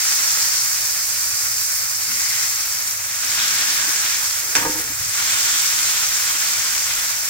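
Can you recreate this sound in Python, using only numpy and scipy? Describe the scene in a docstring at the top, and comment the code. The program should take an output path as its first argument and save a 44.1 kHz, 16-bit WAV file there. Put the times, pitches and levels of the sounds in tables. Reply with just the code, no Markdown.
"""Beef patties and onions sizzle on a steel griddle outdoors, close to a stereo microphone.
The sizzle is filtered noise with grains for bursting steam bubbles: a hiss, a sputter, a spray, spits and pops.
Pressing with a spatula squeezes out juice that sputters lower, and steam sings as noise in a resonance.
The blade clacks on the steel and slides: noise cracks and decaying modes ring, then noise-driven modes scrape.
Below lies a low outdoor rumble of filtered noise with a faint wavering hum."""
import sys
import numpy as np
from scipy import signal
from scipy.io import wavfile
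from scipy.ndimage import uniform_filter1d

SR = 44100
rng = np.random.default_rng(int(sys.argv[2]) if len(sys.argv) > 2 else 0)


def waveform_to_disk(signal):
    """Save audio, clipped to [-1, 1], as 16-bit WAV at the path in sys.argv[1]."""
    frames = np.transpose(np.atleast_2d(signal))
    scaled = np.clip(frames, -1, 1) * 32767
    samples = np.round(scaled).astype(np.int16)
    wavfile.write(sys.argv[1], SR, samples)


N = 321489
TIME = np.arange(N) / SR

# modes of steel plate and blade, each contact damps them further: frequency_hz, relative_level_db, free_t60_s
STEEL_MODES = [(119, -5, 0.25), (298, -8, 0.31), (305, 1.5, 0.33), (315.4, 0, 0.35), (396, -6, 0.35),
               (465.5, 3.5, 0.36), (517, 1, 0.37), (752, -9, 0.48), (856, -1, 0.38), (922, 10.5, 0.28),
               (953, 3, .22), (1097, 6, 0.24), (1223, 4, .26), (1537, 9.5, 0.28), (1654, 13, .3),
               (1740, 8, 0.28), (1820, 3, .22), (1923, 11, 0.21), (2070, 2, .14), (2340, 5, 0.28),
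               (2440, 5, .12), (3800, 4, .065), (5760, 28, 0.069), (7130, 28.5, 0.06)]
# spectrum of a short crack or snap: frequency_hz, level_db (per Hz)
CRACK_SPECTRUM = [(40, -50), (110, -3.5), (650, -2), (1000, 6), (1800, 10), (3000, 6), (4200, 2),
                  (5800, 8.5), (7400, 2), (9000, -2), (16000, -28)]
# the spatula presses one patty after another; its surges and gap level are those before the juice runs low:
# start_s, length_s, hiss_surge_db, sputter_surge_db, gap_steam_db, gap_pitch_hz
PATTY_PRESSES = [(-0.3, 0.8, 5, 5, -39.5, 1920), (1.894, 0.55, 4, 3.5, -33, 2050),
                 (3.04, 1.05, 7.5, 8, -32, 1630), (4.903, 2.18, 8.5, 8, -39, 1480)]
# the microphone draws back from the patties and sways: time_s, level_db, lean_to_right_db
MIC_NEARNESS = [(0.5, 0.5, 0.7), (1.0, -0.6, 1), (1.8, 0.6, 0.9), (2.2, -1, 0.1), (3.0, -3.5, 0),
                (4.3, -3, 0.5), (4.95, -3.5, 0), (5.3, -3.5, 0), (6.1, -2.5, 0.1), (7.2, -4, 0)]


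def amp(db):
    """Level law: twenty decibels are a factor of ten in amplitude."""
    return 10 ** (np.asarray(db) / 20)


def unit(x):
    """Normalization: a signal divided by its root mean square has rms 1."""
    return x / np.sqrt(np.mean(x ** 2) + 1e-20)


def read(points, hz):
    """Interpolation of a table by straight lines on a log-frequency axis."""
    f, value = np.transpose(points)
    return np.interp(np.log(hz + 1), np.log(f), value)


def follow(rows):
    """Interpolation of a table by straight lines in time, one array a column."""
    s, *columns = np.transpose(rows)
    return [np.interp(TIME, s, column) for column in columns]


def colour(x, spectrum, size=4096):
    """Minimum-phase filtering: a causal filter of given spectrum keeps the sharp front of clicks."""
    log_gain = np.log(amp(read(spectrum, abs(np.fft.fftfreq(size, 1 / SR)))))
    # the phase is the Hilbert transform of the log gain
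    response = np.exp(np.conj(signal.hilbert(log_gain)))
    taps = np.fft.ifft(response).real[:size // 2]
    return signal.oaconvolve(x, taps[None], axes=1)[:, :N]


def drift(rate_hz):
    """Slow random modulation: straight lines join random knots, two per period of the rate; rms 1."""
    knots = rng.standard_normal(8000)
    return unit(np.interp(TIME * 2 * rate_hz, np.arange(len(knots)), knots))


def rush(hz, width):
    """Band resonance: noise in a band of relative half-width, rms 1."""
    edges = 1 + np.clip(width, .02, .8) * np.array([-1, 1])
    band = signal.butter(2, hz * edges, "band", fs=SR, output="sos")
    return unit(signal.sosfilt(band, rng.standard_normal((2, N))))


def bell(x, centre_hz, octaves, gain_db, size=512):
    """Time-varying equalization: lifts or cuts one band; its centre and gain may follow curves."""
    hz, frames, z = signal.stft(x, SR, nperseg=size)
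    centre = np.interp(frames, TIME, centre_hz * np.ones(N))
    gain = np.interp(frames, TIME, gain_db * np.ones(N))
    band = np.exp(-.5 * (np.log2((hz[:, None] + 1) / centre) / octaves) ** 2)
    return signal.istft(z * amp(band * gain), SR, nperseg=size)[1][:, :N]


def bursts(per_s, spread_db, low_hz, high_hz, cycles, count=32):
    """Bubble impulses: each of many spots has its own pitch and a delay in either channel; rms 1."""
    t, out = np.arange(256) / SR, np.zeros((2, N + 512))
    for hz in np.geomspace(low_hz, min(high_hz, SR / 2), count):
        number = int(np.clip(per_s * N / SR / count, 1, 4000))
        chance = rng.random((4000, 3))[:number]
        at = (chance[:, 0] * N).astype(int)
        size = amp(spread_db * np.minimum(-np.log(chance[:, 1]), 5)) * np.sign(chance[:, 2] - .5)
        pop = unit(np.exp(-t * hz / cycles) * np.sin(2 * np.pi * hz * t))
        for channel, delay in enumerate(rng.integers(0, 16, 2)):  # in samples
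            places = at[:, None] + delay + np.arange(len(t))
            out[channel] += np.bincount(places.ravel(), np.outer(size, pop).ravel(), out.shape[1])
    return unit(out[:, :N])


def spurts(per_s, fade_s, spread_db):
    """Shot noise: random sudden releases that decay exponentially give a power envelope of mean 1."""
    begins = rng.exponential(1, N), rng.random(N) < per_s / SR
    size = amp(spread_db * np.minimum(begins[0], 4)) ** 2 * begins[1]
    power = signal.lfilter([1], [1, -np.exp(-1 / (fade_s * SR))], size)
    return power / power.mean()


def soften(hz, bright_hz):
    """Contact stiffness: a softer contact drives the higher frequencies less."""
    return 1 / np.sqrt(1 + (hz / bright_hz) ** 4)


def squeeze(start, length, fade_s):
    """Flow and depletion: juice of one press, 0-1, flows out, runs low, and boils off once the blade lifts."""
    flow_s, spend_s = 0.43, 3.8
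    since = np.maximum(TIME - start, 0)
    flow = np.sin(np.pi / 2 * np.minimum(since / flow_s, 1)) ** 2
    return flow * np.exp(-since / spend_s - np.maximum(since - length, 0) / fade_s)


def surges():
    """Boiling rate: the dB by which all presses lift hiss and sputter."""
    hiss_fade_s, sputter_fade_s = 0.36, 0.39
    boil_db = sum(db * squeeze(s, length, hiss_fade_s) for s, length, db, *_ in PATTY_PRESSES)
    juice_db = sum(db * squeeze(s, length, sputter_fade_s) for s, length, _, db, *_ in PATTY_PRESSES)
    return boil_db, juice_db


def covered(lead_s=0.06, trail_s=0.12):
    """Shadowing: how far the blade covers a patty, 0-1, from just before each press until just after it."""
    over = sum((TIME > s - lead_s) * (TIME < s + length + trail_s) for s, length, *_ in PATTY_PRESSES)
    return uniform_filter1d(over * 1., size=4096)


def rumble():
    """Broadband noise and frequency modulation: low outdoor rumble with a faint wavering hum."""
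    # frequency_hz, level_db (per Hz)
    rumble_spectrum = [(15, -33), (28, -9), (41, 3.5), (60, 0), (85, 0), (104, 5.5), (124, 2.5), (150, -9),
                       (300, -35), (600, -2), (2000, -44.5)]
    out = amp(-50.0) * unit(colour(rng.standard_normal((2, N)), rumble_spectrum))
    hum = np.sin(2 * np.pi * np.cumsum(100 + 2.55 * drift(6.8)) / SR)
    out[0] += amp(-59.0 + 1.7 * drift(0.83)) * hum
    return out


def slide(grit_db=-4, size=512):
    """Friction-driven modes: the edge grinds over the plate; meat damps it, so the scrape mostly darkens."""
    # time_s, level_db, brightness_hz
    slide_path = [(4.553, -44, 4000), (4.572, -37, 3200), (4.615, -28.5, 2400), (4.655, -30, 950),
                  (4.70, -34, 600), (4.76, -34.5, 800), (4.82, -42, 600), (4.93, -43, 400)]
    level_db, bright_hz = follow(slide_path)
    t = np.arange(SR // 2) / SR
    noise = rng.standard_normal((2, N))
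    grit = noise * np.sqrt(spurts(per_s=500, fade_s=0.0036, spread_db=17.0))
    ring = np.zeros(len(t))
    for hz, db, t60 in STEEL_MODES:
        if hz < 5000:
            decay = np.exp(-3 * np.log(1000) * t / t60)  # a third of the free ring time
            ring += amp(db) * decay * np.sin(2 * np.pi * hz * t)
    ringing = unit(signal.oaconvolve(grit, ring[None], axes=1)[:, :N])
    sound = ringing + amp(grit_db) * unit(colour(grit, CRACK_SPECTRUM))
    hz, frames, z = signal.stft(sound, SR, nperseg=size)
    z = z * soften(hz[:, None], np.interp(frames, TIME, bright_hz))
    sound = signal.istft(z, SR, nperseg=size)[1][:, :N]
    # level the short-time power, so that the table sets the loudness
    power = uniform_filter1d(sound ** 2, size=1024)
    touching = (TIME > slide_path[0][0]) & (TIME < slide_path[-1][0])
    return sound / np.sqrt(abs(power) + 1e-12) * amp(level_db) * touching


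def blows(crack_s=0.0017, rattle_s=0.069, rattle_db=-13, held=0.61, spot_db=2):
    """Modal excitation: each blow cracks and rings the steel; the spot that it hits changes the mix of modes."""
    # the blade lands, bounces and settles: time_s, relative_ring_db, relative_crack_db, brightness_hz
    blade_contacts = [(3.87, -39.5, -54, 300), (4.5525, -38.5, -15.5, 10000), (4.5596, -40, -19, 8000),
                      (4.5660, -36.5, -22, 6800), (4.574, -27.5, -32, 310), (4.622, -36.5, -44, 1500),
                      (4.649, -27, -47, 850), (4.684, -34, -55, 550), (4.753, -44, -39, 1600),
                      (4.782, -33.5, -59, 400)]
    rings, chatter, t = np.zeros((2, N)), np.zeros((2, N)), np.arange(SR) / SR
    for s, ring_db, crack_db, bright_hz in blade_contacts:
        span = slice(round(s * SR), round(s * SR) + SR)
        contact = np.exp(-t / crack_s) + amp(rattle_db) * np.exp(-t / rattle_s)
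        chatter[:, span] += amp(crack_db) * contact * rng.choice([-1, 1], (2, SR))
        spots = rng.uniform(-1, 1, (len(STEEL_MODES), 2))
        for (hz, db, t60), (spot, across) in zip(STEEL_MODES, spots):
            decay = np.log(1000) * t / (held * t60)  # the held blade rings shorter
            swing = np.exp(2j * np.pi * hz * t - decay) * (1 - np.exp(-t * hz / 2))
            gain = amp(ring_db + db + spot_db * spot) * soften(hz, bright_hz)
            rings[:, span] += gain * np.array([swing.imag, np.sign(across) * swing.real])
    return rings + amp(6.5) * colour(chatter, CRACK_SPECTRUM)


def swells(rows, width, taper):
    """Windowed resonance: each row is a soft-edged rush of noise in one band."""
    out = np.zeros((2, N))
    for s, db, hz, length in rows:
        span = slice(round(s * SR), round((s + length) * SR))
        part = unit(rush(hz, width)[:, span])
        out[:, span] += amp(db) * part * signal.windows.tukey(part.shape[1], taper)
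    return out


def pressing(gap_fade_s=0.075):
    """Cavity resonance: steam sings in the gap under the blade, and soft meat passes dull pushes to the griddle."""
    # low, dull swells, most as the spatula leans on the meat: start_s, level_db, pitch_hz, length_s
    dull_pushes = [(2.06, -50, 230, 0.14), (3.17, -52, 247, 0.82), (4.414, -50, 412, 0.15),
                   (4.56, -42, 110, 0.1), (4.844, -48, 97, 0.15), (4.99, -41, 83, .12),
                   (5.03, -51, 110, 0.24), (6.95, -51, 42, 0.2)]
    gap = np.zeros((2, N))
    for s, length, _, _, gap_db, gap_hz in PATTY_PRESSES:
        gap += amp(gap_db) * squeeze(s, length, gap_fade_s) * rush(gap_hz, width=0.082)
    return gap + swells(dull_pushes, width=0.31, taper=0.3)


def pops(snap_s=0.00027):
    """Impulsive release: a near drop of fat bursts with one dry snap of decaying noise."""
    # time_s, relative_level_db
    near_drops = [(0.122, -8), (0.207, -14), (0.2452, -12), (0.374, -15), (1.583, -14), (2.751, -18),
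                  (4.063, -13), (4.310, -16), (5.275, -14), (6.035, -10)]
    out, t = np.zeros((2, N)), np.arange(256) / SR
    for s, db in near_drops:
        snap = np.exp(-t / snap_s) * rng.choice([-1, 1], (2, len(t)))
        out[:, round(s * SR):][:, :len(t)] += amp(db) * snap
    return colour(out, CRACK_SPECTRUM)


def frying_layer(spectrum, level_db, grains, grain_db, steam, flutter_db, flutter_hz=21):
    """Superposition of sources: near bursts over a wash of countless far ones that swells with the steam."""
    wash = rng.standard_normal((2, N)) * unit(np.sqrt(1 + abs(steam)))
    sound = colour(wash + amp(grain_db) * grains, spectrum)
    return unit(sound * amp(flutter_db * drift(flutter_hz))) * amp(level_db)


def sizzle():
    """Boiling noise: fat hisses, juice sputters, a fine spray fizzes on top, and drops spit."""
    # three spectra: frequency_hz, level_db (per Hz)
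    hiss_spectrum = [(1000, -39.5), (2600, -33), (3600, -19.5), (4400, -4), (5100, 0), (5550, 1.9),
                     (5900, 0.6), (6350, 1.5), (6950, -0.5), (7350, 1.5), (7800, -4), (8700, -7.5),
                     (9500, -8), (11000, -37), (16000, -34)]
    sputter_spectrum = [(60, -39), (170, -15.5), (300, -13), (390, -16), (520, -15.5), (700, -11),
                        (1000, -5), (1450, 2), (1800, 2.5), (2400, 1), (3000, -5), (4200, -2.5),
                        (7000, -42), (16000, -32)]
    spray_spectrum = [(4000, -13.5), (8000, -1), (10000, 5.5), (11000, 4.5), (12500, 6.5), (15700, 8.5),
                      (17000, -38)]
    # broad peak of the hiss that shifts from patty to patty: time_s, pitch_hz before it wanders
    hiss_pitch = [(0, 5540), (1.9, 5460), (3.0, 6440), (3.7, 5330), (4.5, 6400), (5.3, 7300), (6.2, 6800),
                  (7.2, 6400)]
    peak_db, peak_octaves, wander_octaves = 2, 0.31, 0.11
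    # hollow between sputter and hiss: its depth with the blade lifted, its waver, dB filled per dB of surge
    hollow_hz, hollow_octaves = 3300, 0.24
    hollow_rest_db, hollow_waver_db, juice_fills = 0.1, 0.95, 0.84
    # without juice, the low bubbling drops by lull_db
    lull_hz, lull_octaves, lull_db = 370, 0.49, 3.5
    boil_db, juice_db = surges()
    near_db, shade = follow(MIC_NEARNESS)[0], covered()
    # base levels with the blade lifted; the blade shades hiss and spray
    hiss_db = -24 + boil_db + near_db - 0.94 * shade
    sputter_db = -33 + juice_db + 0.13 * near_db
    spray_db = -26 + 0.5 * boil_db + 0.76 * near_db - 1.5 * shade

    fat = bursts(700, 3.3, 3500, 9000, cycles=2.5)
    juice = bursts(900, 1.9, 855, 4400, cycles=3.9)
    mist = bursts(1800, 2.3, 7900, 15600, cycles=2.7)
    steam = spurts(per_s=260, fade_s=0.005, spread_db=2.5)
    wisps = spurts(per_s=600, fade_s=.004, spread_db=2.2)

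    hiss = frying_layer(hiss_spectrum, hiss_db, fat, grain_db=-14, steam=0.23 * steam, flutter_db=0.43)
    sputter = frying_layer(sputter_spectrum, sputter_db, juice, grain_db=-16.5,
                           steam=0.084 * steam, flutter_db=0.85)
    sputter = bell(sputter, lull_hz, lull_octaves, -lull_db * amp(-2 * juice_db))
    spray = frying_layer(spray_spectrum, spray_db, mist, grain_db=-6.5,
                         steam=0.2 * wisps, flutter_db=0.8, flutter_hz=28)
    drops = bursts(20, 2.5, 2500, 12000, cycles=.7, count=12)
    spits = unit(colour(drops, CRACK_SPECTRUM)) * amp(hiss_db - 25)

    peak_hz = follow(hiss_pitch)[0] * 2 ** (wander_octaves * drift(11))
    hiss = bell(hiss, peak_hz, peak_octaves, peak_db)
    hollow_db = hollow_rest_db - juice_fills * juice_db + hollow_waver_db * drift(9)
    return bell(hiss + sputter + spits + spray, hollow_hz, hollow_octaves, -hollow_db)


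def pair(x, size=2048):
    """Interchannel coherence: two signals become a microphone pair alike in the bass; one port leads the other."""
    # frequency_hz, left_right_likeness (correlation, 0-1)
    likeness = [(100, .97), (300, .92), (1000, .76), (1500, .48), (2000, .36), (2400, .54), (3200, .15),
                (3800, .34), (4300, .18), (4900, .38), (5700, .2), (6300, .45), (7000, .28), (7600, .33),
                (8200, .14), (15000, .05)]
    # frequency_hz, left_minus_right_db before the sway
    balance = [(200, 0), (700, -1), (1450, -2), (2300, 1.5), (3000, 1.2), (3900, -1.5), (5100, 2),
               (6600, 1.5), (7500, -5.5), (8450, -12.5), (9200, -2), (10400, -0.5), (13000, -1.5),
               (14400, -2), (15800, 0)]
    # frequency_hz, left_lead_rad
    phase_lead = [(300, 0), (700, .25), (1750, 2.1), (2300, .6), (2900, 1.8), (3500, -1), (4000, -.8),
                  (4700, 1.8), (5600, 2.8), (6500, 2.7), (7100, 1.9), (7800, 2.4), (8400, -.6), (9500, 1.2)]
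    hz, _, z = signal.stft(x, SR, nperseg=size)
    # half the angle whose cosine is the correlation
    turn = np.arccos(np.clip(read(likeness, hz), -1, 1))[:, None] / 2
    mid, side = z[0] * np.cos(turn), z[1] * np.sin(turn)
    lean = (amp(read(balance, hz) / 2) * np.exp(.5j * read(phase_lead, hz)))[:, None]
    ports = np.array([(mid + side) * lean, (mid - side) / lean])
    return signal.istft(ports, SR, nperseg=size)[1][:, :N]


def scene():
    """Linear superposition: everything on the griddle, heard by the microphone pair as it sways."""
    right_db = follow(MIC_NEARNESS)[1]
    griddle = sizzle() + pops() + rumble() + blows() + slide() + pressing()
    return pair(griddle) * amp([-right_db / 2, right_db / 2])


def record(dry):
    """Saturation and band limiting: the highest peaks round off, then a low-pass removes the top."""
    edge_hz = 16000
    rounded = dry / (1 + (dry / .85) ** 6) ** (1 / 6)
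    low_pass = signal.firwin(511, edge_hz, window=("kaiser", 9), fs=SR)
    return signal.oaconvolve(rounded, low_pass[None], "same")


dry = scene()
out = record(dry)
waveform_to_disk(out)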